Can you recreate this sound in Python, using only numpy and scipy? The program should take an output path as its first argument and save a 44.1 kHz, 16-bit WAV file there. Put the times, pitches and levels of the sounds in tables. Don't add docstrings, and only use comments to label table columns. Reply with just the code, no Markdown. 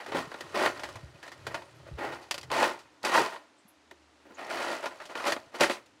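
import sys
import numpy as np
from scipy import signal
from scipy.fft import rfft, irfft
from scipy.io import wavfile
from scipy.ndimage import uniform_filter1d

SR = 44100
rng = np.random.default_rng(int(sys.argv[2]) if len(sys.argv) > 2 else 0)


def unload_wav(signal):
    wavfile.write(
        sys.argv[1],
        SR,
        np.round(np.clip(np.atleast_2d(signal).T, -1, 1) * 32767).astype(np.int16),
    )


N = 264600
TIME = np.arange(N) / SR


def from_db(db):
    return 10 ** (np.asarray(db) / 20)


def rms_one(x):
    return x / np.sqrt(np.mean(x ** 2) + 1e-20)


def fader(rows):
    times, levels = np.transpose(rows)
    gate = np.interp(TIME, [times[0] - .01, times[0], times[-1], times[-1] + .02], [0, 1, 1, 0])
    return gate * from_db(np.interp(TIME, times, levels))


def swell(start, length):
    age = np.maximum(TIME - start, 0) * 4 / length
    return age * np.exp(1 - age)


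def drift(per_s):
    knots = rng.standard_normal(4000)
    return np.interp(TIME * per_s, np.arange(len(knots)), knots)


def colour(x, spectrum):
    size = 4096
    hz, db = np.transpose(spectrum)
    log_bins = np.log(np.fft.rfftfreq(size, 1 / SR) + 1)
    gain = rms_one(from_db(np.interp(log_bins, np.log(hz), db)))
    cepstrum = irfft(np.log(gain))
    cepstrum[1:size // 2] *= 2
    cepstrum[size // 2 + 1:] = 0
    return signal.oaconvolve(x, irfft(np.exp(rfft(cepstrum))))[:len(x)]


def resonance(x, hz, q, lift_db):
    return (from_db(lift_db) - 1) * signal.lfilter(*signal.iirpeak(hz, q, SR), x)


def ring_out(t60, rise_s):
    t = TIME[:SR // 2]
    tail = rng.standard_normal(len(t)) * from_db(-60 * t / t60) * (1 - np.exp(-t / rise_s))
    return tail[t < 2 * t60] / np.linalg.norm(tail)


def push(start, length, bite_db, end_db, fall_db_per_s, bite_db_per_s=1083):
    ages = [-.05, 0, length, length + 1]
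    levels = [bite_db + ages[0] * bite_db_per_s, bite_db, end_db, end_db - fall_db_per_s]
    active = (TIME > start + ages[0]) & (TIME < start + ages[-1])
    gain = np.zeros(N)
    gain[active] = from_db(np.interp(TIME[active] - start, ages, levels))
    return gain


# t/s, level/dB, boom/dB, rattle/dB
PAW_TREADS = [(0.0, -38, -12.5, -15), (0.083, -41, 0.5, -11), (0.35, -51.5, 1, -41),
              (0.408, -49, -0.5, -13), (0.76, -43.5, -7, -13), (0.836, -40.5, -7, -10),
              (0.96, -50.5, -4, -12), (1.258, -48.5, -15, -7.5), (1.51, -42, -5, -14),
              (1.575, -45.5, -8, -13), (1.868, -49, -4.5, -15), (2.122, -40.5, -15.5, -8.5),
              (2.219, -58, -13, 3), (3.18, -33, 10, -3), (3.325, -43, -5.5, -7.5), (4.255, -56, 5.5, -32),
              (4.305, -55.5, 8, -32), (4.61, -42, -10, -2), (4.726, -45.5, -8, -1), (4.832, -34, -9, -12),
              (4.915, -45.5, -6, -26), (5.012, -42, -13, -12), (5.098, -40.5, -6, -12.5),
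              (5.545, -37.5, -5.5, -10), (5.595, -38, -11, -6), (5.702, -30, -8.5, -5.5),
              (5.765, -47, -5, -27)]
# t/s, level/dB
LITTER_CREEP = [(0, -53), (.85, -48), (1.1, -60), (1.5, -55), (1.75, -59), (2.35, -60), (2.95, -67),
                (3.6, -86), (4.15, -72.5), (4.5, -51.5), (5.25, -56.5), (5.45, -60.5), (6, -76)]
# t/s, push/s, bite level/dB, end level/dB, fall/(dB/s), boom/dB, rattle/dB, spot f/Hz
PAW_STROKES = [ (0.153, 0.032, -31, -32, 258, -2, -11, 1090), (0.55, 0.11, -30.5, -24.5, 310, -7, -13, 587),
               (1.985, 0.056, -39, -34, 106, -2.5, -17, 790), (2.52, 0.12, -30, -24.5, 190.5, -6, -11, 914),
               (3.05, 0.083, -27.5, -33.5, 197, -8.5, -10, 920),
               (3.12, 0.032, -29.5, -19.5, 143, -12, -11.5, 904),
               (4.383, 0.14, -40, -43.5, 100, -9, -15, 650),
               (4.501, .222, -34, -33, 136.5, -8.5, -11.5, 610),
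               (5.155, 0.15, -37.5, -37.5, 198, -9, -10.5, 1200),
               (5.266, 0.012, -24, -26, 292, -7.5, -7.5, 624),
               (5.611, 0.027, -20, -23, 355, -5.5, -8.5, 2340), ]


def paw_work():
    moves = [(push(*shape), boom, rattle) for *shape, boom, rattle, _ in PAW_STROKES]
    for start, db, boom, rattle in PAW_TREADS:
        moves.append((push(start, 0.0058, db, db, fall_db_per_s=348), boom, rattle))
    moves.append((fader(LITTER_CREEP), -4, -6.5))
    return np.sqrt(sum(np.outer(from_db([0, boom, rattle]), gain) ** 2 for gain, boom, rattle in moves))


def under_paw(x):
    out = x.copy()
    starts = [int(row[0] * SR) for row in PAW_STROKES]
    for first, last, (*_, hz) in zip(starts, starts[1:] + [N], PAW_STROKES):
        out[first:last] += resonance(x[first:last], hz, q=6, lift_db=5)
    return out


def collisions(per_s, spread_db, clump_db):
    sizes = from_db(spread_db * np.minimum(rng.exponential(1, N), 4)) * rng.choice([-1, 1], N)
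    hits = rng.random(N) < per_s / SR
    clicks = sizes * hits * from_db(clump_db * drift(130))
    power = np.abs(uniform_filter1d(clicks ** 2, size=1100))
    return clicks / np.sqrt(power + 0.009)


def scatter(clicks, t60, spots):
    spot = rng.integers(0, spots, N)
    return sum(signal.oaconvolve(clicks * (spot == k), ring_out(t60, rise_s=0.00035))[:N]
               for k in range(spots))


def ticks(clicks, low_hz, high_hz, cycles, pitches):
    kind = rng.integers(0, pitches, N)
    out, t = np.zeros(N), TIME[:SR // 40]
    for k, hz in enumerate(np.linspace(low_hz, high_hz, pitches)):
        tick = np.sin(2 * np.pi * hz * t) * from_db(-60 * t * hz / cycles)
        out += signal.oaconvolve(clicks * (kind == k), tick / np.linalg.norm(tick))[:N]
    return out


# f/Hz, relative level/dB
BOOM_EQ = [(30, -52), (100, -28), (170, -9), (340, 4.5), (450, 2), (650, -13), (1400, -40)]
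CRUNCH_EQ = [(250, -57), (450, -11.5), (600, -1.5), (900, 2), (1300, 1), (2000, -3), (2800, -10.5),
             (4000, -20.5), (8000, -40.5)]
RATTLE_EQ = [(1500, -17), (2800, 2.5), (4000, 1), (5200, -1.5), (7000, -5), (10000, -8.5), (12500, -19.5),
             (16000, -25)]


def digging(rest_per_s=650, extra_per_s=3600):
    crunch, boom, rattle = paw_work()
    per_s = rest_per_s + extra_per_s * np.sqrt(crunch / crunch.max())
    buried = collisions(per_s, spread_db=2, clump_db=2)
    loose = collisions(.7 * per_s, spread_db=3.5, clump_db=2)
    thrown = collisions(.08 * per_s, spread_db=4, clump_db=4)
    ticking = ticks(thrown, low_hz=2470, high_hz=14900, cycles=36, pitches=18)
    floor = from_db(-3) * scatter(buried * boom, t60=0.05, spots=12)
    heap = from_db(-3.5) * under_paw(scatter(buried * crunch, t60=0.034, spots=16))
    surface = from_db(-2.5) * scatter(loose * rattle, t60=0.09, spots=6)
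    surface += from_db(-6) * scatter(ticking * rattle, t60=0.012, spots=4)
    return colour(floor, BOOM_EQ) + colour(heap, CRUNCH_EQ) + colour(surface, RATTLE_EQ)


# f/Hz, width/Hz, lift/dB
TUB_MODES = [(212, 22.5, 4.5), (320, 21, 2), (359, 19, 2.5), (580, 71, 8), (650, 30, 4.5), (808, 8.7, 2),
             (852, 126, 2), (1010, 120, 2.5), (1325, 26, -4), (1411, 25, 6.5), (1800, 23, 1), (1862, 27, 7),
             (1950, 33, 3.5), (2498, 44, 6.5), (2610, 90, 3.5), (2935, 48, 2), (3020, 33, 6), (3430, 51, 3),
             (4590, 570, 4)]


def tub(x):
    return x + sum(resonance(x, hz, hz / width_hz, lift_db) for hz, width_hz, lift_db in TUB_MODES)


# f/Hz, relative level/dB
ALCOVE_EQ = [(60, 9.5), (300, 2), (1000, -0.5), (4000, -9), (16000, 2.5)]


def alcove(x):
    reflections = signal.oaconvolve(x, ring_out(t60=0.24, rise_s=0.0028))[:N]
    return from_db(-13) * colour(reflections, ALCOVE_EQ)


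# f/Hz, relative level/dB
HUSH_EQ = [(30, -53), (80, -2.5), (145, -14.5), (230, -2.5), (311, 8.5), (370, -2), (600, -1.5),
           (1500, -4.5), (4300, -11.5), (7000, -16.5), (10000, -24.5), (16000, -53)]


def hush():
    return from_db(-63.5) * colour(rng.standard_normal(N), HUSH_EQ)


# t/s, level/dB
RUMBLE_RIDE = [(0, -83), (.18, -52.5), (.36, -70), (.6, -58), (1.1, -59), (1.27, -74), (1.47, -50.5),
               (1.65, -67.5), (1.8, -55.5), (2.13, -55), (2.25, -74), (2.53, -54.5), (2.85, -75),
               (3.5, -88), (4.4, -85), (4.6, -67), (4.9, -81), (5.3, -74), (6, -76)]


def rumble(lumpy_db=2.5):
    eq = [(20, -18), (45, -55), (65, 4), (135, 11), (200, -13), (400, -11), (1200, -55)]
    noise = colour(rng.standard_normal(N), eq)
    noise /= np.sqrt(uniform_filter1d(noise ** 2, size=1600))
    return fader(RUMBLE_RIDE) * from_db(lumpy_db * drift(22.06)) * noise


# t/s, level/dB, snap/dB, spot f/Hz, t60/s
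PELLET_BLOWS = [(0.062, -34.5, -11, 1470, 0.071), (0.407, -34.5, -3.5, 1790, 0.062),
                (0.795, -43, 0, 890, 0.077), (0.834, -28.5, -9, 1970, 0.073), (0.888, -39, -6, 1170, 0.09),
                (0.956, -39, -7, 814, 0.065), (1.228, -36.5, -8.5, 1780, 0.12),
                (1.278, -37.5, -10, 1860, 0.066), (1.317, -38.5, -7, 1960, 0.1),
                (1.467, -29, -7.5, 1450, 0.083), (1.544, -32.5, -4.5, 890, 0.091),
                (1.619, -39.5, -14, 924, .07), (2.31, -27, 3.5, 2020, 0.058), (2.342, -34, 1, 3020, 0.068),
                (2.379, -35.5, 0.5, 1980, 0.059), (2.412, -55, 12, 3000, .035),
                (2.43, -41, -1, 1960, 0.073), (2.515, -25, -7.5, 920, 0.046),
                (2.79, -49.5, 2.5, 1900, 0.15), (3.03, -50.5, 10.5, 940, 0.064),
                (3.049, -24, -3, 950, 0.059), (3.26, -28.5, -8.5, 1100, .034),
                (3.911, -43, -8.5, 2080, 0.04), (4.857, -24.5, -11, 1000, 0.1),
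                (5.054, -51, 9, 3000, 0.094), (5.321, -20.5, -6, 1770, 0.068),
                (5.607, -25.5, 3, 2600, 0.086), (5.859, -62.5, 7.5, 3000, 0.079)]
# t/s, level/dB, thud/dB, spot f/Hz, t60/s
PAW_BLOWS = [(0.119, -26, -3, 830, 0.16), (0.145, -29.5, 7, 880, 0.1), (0.316, -34, -4, 1120, 0.066),
             (0.342, -33.5, -6, 865, 0.055), (0.543, -29, 5.5, 1070, 0.15), (0.66, -19, -8, 1140, .03),
             (0.794, -34, -10, 590, 0.089), (1.468, -35.5, 3, 590, 0.12), (1.543, -26, -9.5, 741, 0.12),
             (1.986, -37, 4, 810, 0.054), (2.501, -31, -8, 1020, 0.09), (2.628, -15.5, -14, 930, 0.079),
             (3.038, -28.5, -3, 960, 0.15), (3.359, -36, -23, 1000, 0.051), (3.912, -50.5, 9, 537, .06),
             (5.001, -35.5, -22, 1310, 0.059), (5.153, -29.5, -4.5, 2440, 0.025),
             (5.241, -28, -9, 1020, 0.072), (5.364, -31.5, -1.5, 900, 0.045),
             (5.606, -18.5, 4.5, 2620, 0.073), (5.635, -17.5, -7.5, 1730, .04),
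             (5.697, -22.5, -1.5, 650, 0.035)]
# f/Hz, relative level/dB
CLACK_EQ = [(250, -19), (500, -0.5), (900, 2.5), (1300, 1.5), (1800, 1.5), (2700, -7), (4000, -9.5),
            (8000, -57)]
SNAP_EQ = [(1500, -7), (2800, 3.5), (4000, 2), (5200, 2), (7000, -2.5), (10000, -8.5), (12500, -14),
           (16000, -25)]


def knocks(thud_gain_db=17, clack_gain_db=19, snap_gain_db=20):
    blows = [(start, hz, db + thud, db, db - 18, t60) for start, db, thud, hz, t60 in PAW_BLOWS]
    blows += [(start, hz, db - 10.5, db, db + snap, t60) for start, db, snap, hz, t60 in PELLET_BLOWS]
    out = np.zeros(N + SR)
    for start, hz, thud, clack, snap, t60 in blows:
        floor, wall, contact = [colour(ring_out(t60, rise_s=0.00038), eq)
                                for eq in (BOOM_EQ, CLACK_EQ, SNAP_EQ)]
        wall = wall + resonance(wall, hz, q=6, lift_db=7)
        levels = (thud + thud_gain_db, clack + clack_gain_db, snap + snap_gain_db)
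        for db, layer in zip(levels, (floor, wall, contact)):
            out[int(start * SR):][:len(layer)] += from_db(db) * layer / np.linalg.norm(layer)
    return out[:N]


# t/s, peak level/dB, f/Hz, length/s
SOFT_BUMPS = [(.145, -38.5, 177, 0.061), (.272, -42.5, 156, 0.014), (.44, -50, 152, 0.023),
              (.952, -43, 107, 0.047), (1.032, -40.5, 128, 0.02), (1.036, -45.5, 72, 0.057),
              (1.146, -49, 150, 0.019), (1.912, -39, 128, 0.027), (1.93, -37, 67, 0.049),
              (3.65, -54, 206, 0.02), (5.467, -58, 110.6, 0.021), (5.609, -34.5, 166, 0.027)]


def bumps():
    return sum(from_db(db) * swell(start, length) * np.sin(2 * np.pi * hz * (TIME - start))
               for start, db, hz, length in SOFT_BUMPS)


# t/s, peak level/dB, f/Hz, width/Hz, length/s
HIGH_SQUEAKS = [(1.626, -74, 9100, 110, 0.11), (1.75, -77, 11600, 140, .04), (3.58, -69, 8060, 900, .04),
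                (3.677, -62.5, 11300, 2600, 0.037), (4.343, -59, 6700, 700, 0.032)]


def squeaks(sag_hz_per_s=4200):
    out = np.zeros(N)
    for start, db, hz, width_hz, length in HIGH_SQUEAKS:
        lowpass = signal.butter(2, width_hz / 2, fs=SR)
        waver = rms_one(signal.lfilter(*lowpass, rng.standard_normal((2, N))))
        phase = 2 * np.pi * np.cumsum(hz - sag_hz_per_s * (TIME - start)) / SR
        tone = waver[0] * np.cos(phase) + waver[1] * np.sin(phase)
        out += from_db(db) * swell(start, length) * tone
    return out


# t/s, level/dB
HUM_RIDE = [(3.65, -91), (4.0, -72), (4.2, -75), (4.5, -85.5)]


def hum(hz=75):
    return fader(HUM_RIDE) * np.sqrt(2) * np.sin(2 * np.pi * hz * TIME + .4 * drift(6.8))


def scene():
    direct = tub(digging() + knocks()) + squeaks()
    return (direct + alcove(direct) + rumble() + bumps() + hum() + hush())[None]


def record(dry, cutoff_hz=15750):
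    return signal.sosfilt(signal.ellip(10, .1, 70, cutoff_hz, fs=SR, output="sos"), dry)


dry = scene()
out = record(dry)
unload_wav(out)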